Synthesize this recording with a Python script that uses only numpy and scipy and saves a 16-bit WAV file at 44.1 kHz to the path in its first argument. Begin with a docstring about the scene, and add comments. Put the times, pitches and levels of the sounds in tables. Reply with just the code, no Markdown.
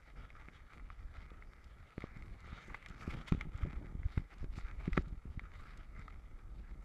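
"""On an open beach, wind buffets a small camera swaying in a closed plastic housing under a kite.
Turbulent pressure rumbles on the shell, and blown sand strikes it. Friction and impact of the rig
excite the shell's resonances near 1.3 and 2.1 kHz as rubs, ticks and rasps; knocks set the mount
wobbling. Distant surf comes faintly through the same shell, over the hiss of the microphone."""
import sys
import numpy as np
from scipy import signal
from scipy.fft import rfft, irfft, next_fast_len
from scipy.io import wavfile
from scipy.ndimage import uniform_filter1d

SR = 44100
rng = np.random.default_rng(int(sys.argv[2]) if len(sys.argv) > 2 else 0)


def generate_wav(signal):
    """Clip the signal to [-1, 1] and save it as 16-bit WAV at the path in sys.argv[1]."""
    frames = np.transpose(np.atleast_2d(signal))
    scaled = np.clip(frames, -1, 1) * 32767
    pcm = np.round(scaled).astype(np.int16)
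    wavfile.write(sys.argv[1], SR, pcm)


N = 301644
T = np.arange(N) / SR

# Spectra of a hard contact and of grit, before the shell colours them.
# Each row: frequency in Hz, relative level in dB.
CONTACT_SPECTRUM = [(150, -19.5), (700, 2.5), (1200, -0.5), (2200, 1.5), (2900, -6.5), (4500, -19),
                    (8000, -29.5), (13000, -41.5)]
GRIT_SPECTRUM = [(1500, -21.5), (2800, 7), (3600, -1), (5200, -3.5), (7000, -10.5), (9000, -18),
                 (13000, -19.5)]


def undb(db):
    """Decibels to amplitude ratio."""
    return 10 ** (np.asarray(db) / 20)


def unit(x):
    """Normalisation to an rms of 1."""
    return x / np.sqrt(np.mean(x ** 2))


def drift(rate_hz):
    """Low-pass noise: random steps smoothed twice, with an rms of 1."""
    hold = max(int(SR / rate_hz), 2)
    steps = np.repeat(rng.standard_normal(N // hold + 1), hold)
    return unit(uniform_filter1d(uniform_filter1d(steps, hold), hold)[:N])


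def swell(middle, length, edge_s):
    """A soft-edged window, above half its height for about the given length."""
    return (1 - np.tanh((abs(T - middle) - length / 2) / edge_s)) / 2


def impulses(per_second, spread_db):
    """Shot noise: impulses at random times, mostly weak, a few strong."""
    size = undb(spread_db * np.minimum(rng.exponential(size=N), 5))
    return unit((rng.random(N) < per_second / SR) * size * rng.choice([-1, 1], N))


def housing(x, spectrum, lifts=(), treble_db=0):
    """Source and filter: x takes on its source's spectrum, lifted by the resonances of the shell."""
    # Each row: resonant frequency in Hz, half width in Hz, lift in dB.
    resonances = [(847, 90, 3), (1272, 220, 11), (1675, 94, 4), (2057, 243, 8.5), (2410, 180, 5.5),
                  (3070, 76, 3), (3400, 123, 5.5), (3733, 100, 7.5), (4460, 630, 2.5), (6200, 120, 1),
                  (7400, 280, 2.5)]
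    size = 8192
    f = np.maximum(np.fft.rfftfreq(size, 1 / SR), 1)
    hz, db = np.transpose(spectrum)
    treble_shelf = treble_db * f ** 4 / (f ** 4 + 3200 ** 4)
    db = np.interp(np.log(f), np.log(hz), db) + treble_shelf
    for centre, width, lift in [*resonances, *lifts]:
        db = db + lift * np.exp(-((f - centre) / width) ** 2)
    # Folding the cepstrum gives minimum phase: the ringing follows its cause.
    cepstrum = irfft(np.log(undb(db)))
    cepstrum[1:size // 2] *= 2
    cepstrum[size // 2 + 1:] = 0
    response = irfft(np.exp(rfft(cepstrum)))
    return signal.oaconvolve(x, response)[:len(x)]


def wander(x, depth_db, rate_hz, bands=20):
    """Amplitude modulation: third-octave bands swell and fade independently, shifting the timbre."""
    size = next_fast_len(N, True)
    spectrum, f = rfft(x, size), np.fft.rfftfreq(size, 1 / SR)
    band = np.clip(3 * np.log2(f / 102 + 1e-9), 0, bands - 1)
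    parts = (irfft(spectrum * np.maximum(1 - abs(band - k), 0), size)[:N] for k in range(bands))
    return unit(sum(part * undb(depth_db * drift(rate_hz)) for part in parts))


def wind():
    """Turbulence: large eddies heave the shell, small ones flutter on it; both sink in the lulls."""
    # Spectra of the large and the small eddies. Each row: frequency in Hz, relative level in dB.
    rumble_spectrum = [(10, -16.5), (24, 0.5), (38, 0), (52, -1), (75, -8.5), (110, -19.5), (180, -31),
                       (400, -73)]
    flutter_spectrum = [(50, -11), (120, 2.5), (200, -2.5), (350, -10.5), (520, -18.5), (900, -23),
                        (2000, -58)]
    # Wind strength before puffs and lulls. Each row: time in seconds, rumble in dB, flutter in dB.
    gusts = [(0, -51, -67), (.75, -58, -68.5), (1.0, -50, -74.5), (1.2, -53, -67.5), (1.6, -55, -68),
             (2.3, -52.5, -63), (2.9, -53.5, -61), (3.15, -49, -49.5), (3.5, -50, -60), (3.8, -50, -56),
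             (4.45, -50.5, -65), (4.9, -45, -63), (5.3, -50.5, -62.5), (5.85, -49.5, -63),
             (6.0, -49.5, -64), (6.3, -52, -66.5), (6.84, -48.5, -61.5)]
    # The air drops away briefly. Each row: midpoint in seconds, length in seconds.
    lulls = [(0.0, 0.1), (0.29, 0.034), (.7, 0.053), (1.517, 0.021), (1.92, 0.1), (2.395, .05),
             (2.608, 0.14), (2.835, 0.11), (3.01, .08), (3.281, 0.068), (4.314, 0.11), (5.22, 0.067),
             (5.636, 0.023), (6.243, 0.029)]
    times, *levels = np.transpose(gusts)
    rumble_db, flutter_db = (np.interp(T, times, db) for db in levels)
    rumble = housing(rng.standard_normal(N), rumble_spectrum)
    # With its envelope evened out, the rumble follows the gusts.
    rumble /= np.sqrt(uniform_filter1d(rumble ** 2, size=4000) + 1e-12)
    flutter = unit(housing(impulses(260, spread_db=2.37), flutter_spectrum, lifts=[(328, 89, 1.8)]))
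    puff = undb(2.66 * drift(rate_hz=22))
    lull = sum(swell(middle, length, edge_s=0.018) for middle, length in lulls)
    return puff * (rumble * undb(rumble_db - 10.5 * lull) + flutter * undb(flutter_db - 9 * lull))


def surf():
    """Transmission loss: the shell muffles far breakers; a thin hiss lies on top."""
    # Surf and hiss together. Each row: frequency in Hz, relative level in dB.
    spectrum = [(60, -0.5), (250, -1), (500, 2), (1000, -7.5), (1400, -11), (2200, -16.5), (3000, -29.5),
                (6000, -20), (9000, -23.5), (13000, -25.5)]
    wash = unit(housing(rng.standard_normal(N), spectrum))
    return wash * undb(-72.5 + 0.5 * drift(rate_hz=1.7))


def sliding():
    """Incoherent powers add: strokes over a fading creep give relative rub and grit levels in dB."""
    # The rig slides on its mount. Each row: midpoint in seconds, length in seconds,
    # relative level in dB, grit offset from that level in dB.
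    strokes = [(0.091, 0.028, -62, -11), (.21, 0.079, -63, -9), (0.423, .11, -64, -10),
               (0.562, 0.071, -71, 0.5), (0.749, 0.084, -64, -10.5), (1.192, 0.11, -62, -12),
               (1.346, 0.11, -68.5, -11), (1.857, 0.15, -68.5, -10), (2.036, 0.094, -64.5, -6.5),
               (2.267, 0.43, -67, -9), (2.55, 0.21, -63.5, -4.5), (2.731, 0.13, -63.5, -6.5),
               (2.913, 0.18, -64.5, -6.5), (3.075, 0.15, -56, -5), (3.191, 0.055, -55, -9),
               (3.344, 0.19, -63, -8), (3.593, 0.11, -60, -9.5), (3.716, 0.1, -61, -15.5),
               (3.862, 0.058, -63.5, -23), (4.07, 0.026, -66, -16), (4.15, 0.09, -62.5, -8),
               (4.328, 0.022, -59.5, -6), (4.418, 0.042, -68.5, 0.5), (4.581, 0.089, -63.5, -2.5),
               (4.687, 0.074, -59.5, -16.5), (4.843, .075, -54.5, -13), (4.955, 0.13, -61, -8),
               (5.077, 0.026, -66, -7), (5.498, 0.13, -66.5, -14), (5.63, 0.19, -65, -7),
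               (5.776, 0.096, -64.5, -13), (5.992, 0.065, -60, -17), (6.107, 0.12, -67.5, -27),
               (6.406, 0.065, -67, -11), (6.684, 0.059, -71.5, -23)]
    creep = undb(-0.37 * T)  # the mount never quite rests
    rub, grit = (creep * undb(-70.5)) ** 2, (creep * undb(-79.5)) ** 2
    for middle, length, db, grit_db in strokes:
        power = swell(middle, length, edge_s=0.013) * undb(db) ** 2
        rub += power
        grit += power * undb(grit_db) ** 2
    return 10 * np.log10(rub), 10 * np.log10(grit)


def rubbing():
    """Stick-slip friction: dense tiny slips ring the shell, with a gritty edge and stray crackles."""
    # Spectrum of the rub. Each row: frequency in Hz, relative level in dB.
    friction_spectrum = [(100, 13), (400, 0.5), (700, 1), (1000, -4.5), (1500, 1.5), (2300, -2.5),
                         (2750, -21.5), (4000, -27), (7000, -29.5), (13000, -40.5)]
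    rub_db, grit_db = sliding()
    grip = undb(1.96 * drift(rate_hz=90))
    rub = housing(impulses(3500, spread_db=2.9), friction_spectrum)
    rub = wander(rub, depth_db=3.0, rate_hz=18) * undb(rub_db + 1.55)
    grit = housing(impulses(2500, spread_db=1.3), GRIT_SPECTRUM)
    grit = wander(grit, depth_db=3.5, rate_hz=13) * undb(grit_db - 2.0)
    crackle = housing(impulses(38, spread_db=1.5), CONTACT_SPECTRUM, treble_db=6)
    return grip * (rub + grit) + unit(crackle) * undb(rub_db - 6.5)


def ticks():
    """Impulse response: the mount catches and chatters; the place of contact favours one resonance."""
    # Each row: start in seconds, relative level in dB, brightness (-27.5 is neutral),
    # favoured frequency in Hz.
    catches = [(0.303, -47, -22, 2290), (0.352, -49, -51, 1320), (0.485, -44.5, -27, 1440),
               (0.7966, -50, -37, 2070), (0.902, -41.5, -31, 1430), (1.3039, -51.5, -20, 1130),
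               (1.4232, -46.5, -34, 2210), (1.5337, -53.5, -18, 1373), (1.9795, -43.5, -24, 1720),
               (2.005, -45.5, -16.5, 1170), (2.0203, -42, -30, 2100), (2.0411, -46, -52, 1160),
               (2.223, -47.5, -19, 2060), (2.7447, -37, -48, 1460), (2.826, -48, -19, 2000),
               (2.8612, -42, -18, 1970), (3.3226, -34, -22.5, 1120), (3.41, -32, -20.5, 2140),
               (3.631, -46.5, -57, 1200), (4.0313, -47, -36, 1950), (4.1766, -38.5, -30, 1280),
               (4.443, -51, -22, 1460), (4.586, -43, -42, 910), (4.8773, -46.5, -30, 2200),
               (4.931, -36.5, -18.5, 2030), (4.9763, -28, -29, 1700), (5.394, -38, -26, 2000),
               (6.08, -40.5, -27, 1250)]
    out, t = np.zeros(N), np.arange(2048) / SR
    for start, db, brightness, hz in catches:
        impulse = t == 0
        chatter = 0.11 * rng.standard_normal(len(t)) * np.exp(-t / 0.0025)
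        treble_db = 1.37 * (brightness + 27.5)
        tick = housing(impulse + chatter, CONTACT_SPECTRUM, lifts=[(hz, 280, 7)], treble_db=treble_db)
        add(out, start + 0.00059, undb(db - 16.5) * unit(tick))
    return out


def knocks():
    """Damped vibration: after a short push the housing thuds, springs back and wobbles on its mount."""
    # Each row: time in seconds, peak level in dB, relative contact duration, wobble from 0 to 1.
    jolts = [(0.485, -43, 0.78, 0.15), (1.318, -43.5, 0.42, 0), (1.981, -28.5, 0.57, 0.08),
             (2.041, -29, 0.43, 0), (2.168, -37.5, 1.45, 0.1), (2.53, -37.5, 1.16, 0.14),
             (2.683, -45.5, 0.69, 0.42), (2.906, -42, 1.3, 0.38), (3.079, -28, 0.95, 0.32),
             (3.323, -17.5, 1.3, 0.46), (3.349, -26.5, 0.88, 0.02), (3.379, -35, 1.3, 0),
             (3.47, -41, 1.7, 0.6), (3.651, -32, 0.89, 1), (3.66, -38.5, 0.43, 0.7), (3.673, -36, 2, 0.65),
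             (3.814, -46, 0.53, 0.65), (3.845, -41, 0.73, 1), (3.953, -32.5, 1.1, 0),
             (4.177, -24.5, 0.89, 0), (4.197, -38, 1.34, 0.9), (4.443, -34.5, 0.7, 0.12),
             (4.58, -32.5, 1.03, 0), (4.88, -23.5, 1.16, 0.49), (4.977, -20, 0.76, 0.6),
             (5.009, -41, 0.59, 0.24), (5.072, -40.5, 1.9, 1), (5.126, -36.5, 1.48, 0.3),
             (5.256, -36, 0.95, 0), (5.376, -31.5, 1.4, 0.04)]
    # Modes of the mount. Each row: frequency in Hz, 60 dB decay time in seconds, relative level in dB.
    modes = [(162, 0.039, 0.5), (272, 0.048, -2), (355, 0.062, -0.5), (556, 0.025, 6)]
    out, t = np.zeros(N), np.arange(4096) / SR
    lead_s = 0.01
    ring = sum(undb(db) * np.sin(2 * np.pi * hz * t) * np.exp(-np.log(1000) * t / t60)
               for hz, t60, db in modes)
    highpass = signal.butter(1, 45, "high", fs=SR, output="sos")
    for time, db, contact, wobble in jolts:
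        width_s = 0.00176 * contact
        push = 1 / (1 + ((t - lead_s) / width_s) ** 2) ** 2
        swing = signal.fftconvolve(push, ring)[:len(t)]
        thud = signal.sosfilt(highpass, push - 1.41 * wobble * swing / abs(swing).max())
        add(out, time - lead_s, undb(db) * thud / abs(thud).max())
    return out


def scrapes():
    """Friction noise: a rasp swells and dies as the mount gives way, ringing one part of the shell."""
    # Each row: midpoint in seconds, level in dB, spread in seconds, treble gain in dB,
    # favoured frequency in Hz.
    slips = [(.555, -64.5, 0.017, 13, 3400), (2.55, -64, 0.1, 6, 3600), (2.678, -66, 0.0052, 22, 7160),
             (2.703, -55.5, 0.0067, -40, 1120), (2.747, -43, 0.0029, 4, 1960),
             (3.109, -49, 0.0055, 15.5, 2250), (3.284, -48.5, 0.0079, 17.5, 3200),
             (4.18, -49, 0.0024, -4, 1980), (4.583, -69.5, 0.016, 41, 7350), (4.9718, -38, 0.0019, 3, 2250),
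             (4.9772, -31, 0.0016, 3, 3400)]
    out, t = np.zeros(N), np.arange(-4096, 4096) / SR
    for middle, db, spread, treble_db, hz in slips:
        friction = rng.standard_normal(len(t)) * np.exp(-(t / spread) ** 2 / 2)
        rasp = housing(friction, CONTACT_SPECTRUM, lifts=[(hz, 0.16 * hz, 6)], treble_db=treble_db)
        rms = np.sqrt(np.sum(rasp ** 2) / (2 * spread * SR))
        add(out, middle + t[0], undb(db) * rasp / rms)
    return out


def buffets():
    """Convected pressure: each eddy passing the shell gives one swing of compression and suction."""
    # Each row: midpoint in seconds, peak level in dB, dominant frequency in Hz.
    eddies = [(1.002, -50, 58), (1.186, -41, 49.6), (2.326, -46, 32.5), (3.094, -40, 40),
              (3.333, -31.5, 35), (3.553, -33, 56), (3.636, -26.5, 54.6), (3.773, -37, 38),
              (3.996, -34.5, 40), (4.06, -25.5, 50), (4.179, -29.5, 68.4), (4.5, -34.5, 33.4),
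              (4.649, -34, 31.5), (4.93, -28, 32.4), (4.994, -30.5, 47.6), (5.179, -39, 31.3),
              (5.994, -42, 91)]
    out, t = np.zeros(N), np.arange(-2048, 2048) / SR
    for middle, db, hz in eddies:
        phase = 2 * np.pi * hz * t
        add(out, middle + t[0], -undb(db) * phase * np.exp((1 - phase ** 2) / 2))
    return out


def sand():
    """Brief impact: small, hard grains excite mainly the high resonances of the shell."""
    # Each row: start in seconds, relative peak level in dB.
    grains = [(1.643, -58), (2.172, -61), (2.404, -58.5), (2.469, -63), (2.8855, -53), (2.897, -56),
              (3.576, -55), (4.383, -57.5), (5.021, -59), (5.082, -59), (5.609, -60), (5.774, -55),
              (5.994, -61)]
    out, t = np.zeros(N), np.arange(1024) / SR
    for start, db in grains:
        burst = rng.standard_normal(len(t)) * np.exp(-t / 0.0026)
        hit = housing(burst, GRIT_SPECTRUM, lifts=[(7460, 1000, 8.7)], treble_db=7)
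        add(out, start, undb(db + 1.5) * hit / abs(hit).max())
    return out


def add(out, start, x):
    """Superposition: x joins out from the start time in seconds."""
    i = max(int(start * SR), 0)
    out[i:i + len(x)] += x[:max(N - i, 0)]


def scene():
    """Superposition: all pressures sum at one microphone inside the housing."""
    return (wind() + buffets() + knocks() + rubbing() + scrapes() + ticks() + sand() + surf())[None]


def record(dry):
    """Band limiting: the camera's steep low-pass filter cuts the top of the treble."""
    cutoff_hz = 12850
    return signal.sosfilt(signal.ellip(10, 0.2, 70, cutoff_hz, fs=SR, output="sos"), dry)


dry = scene()
out = record(dry)
generate_wav(out)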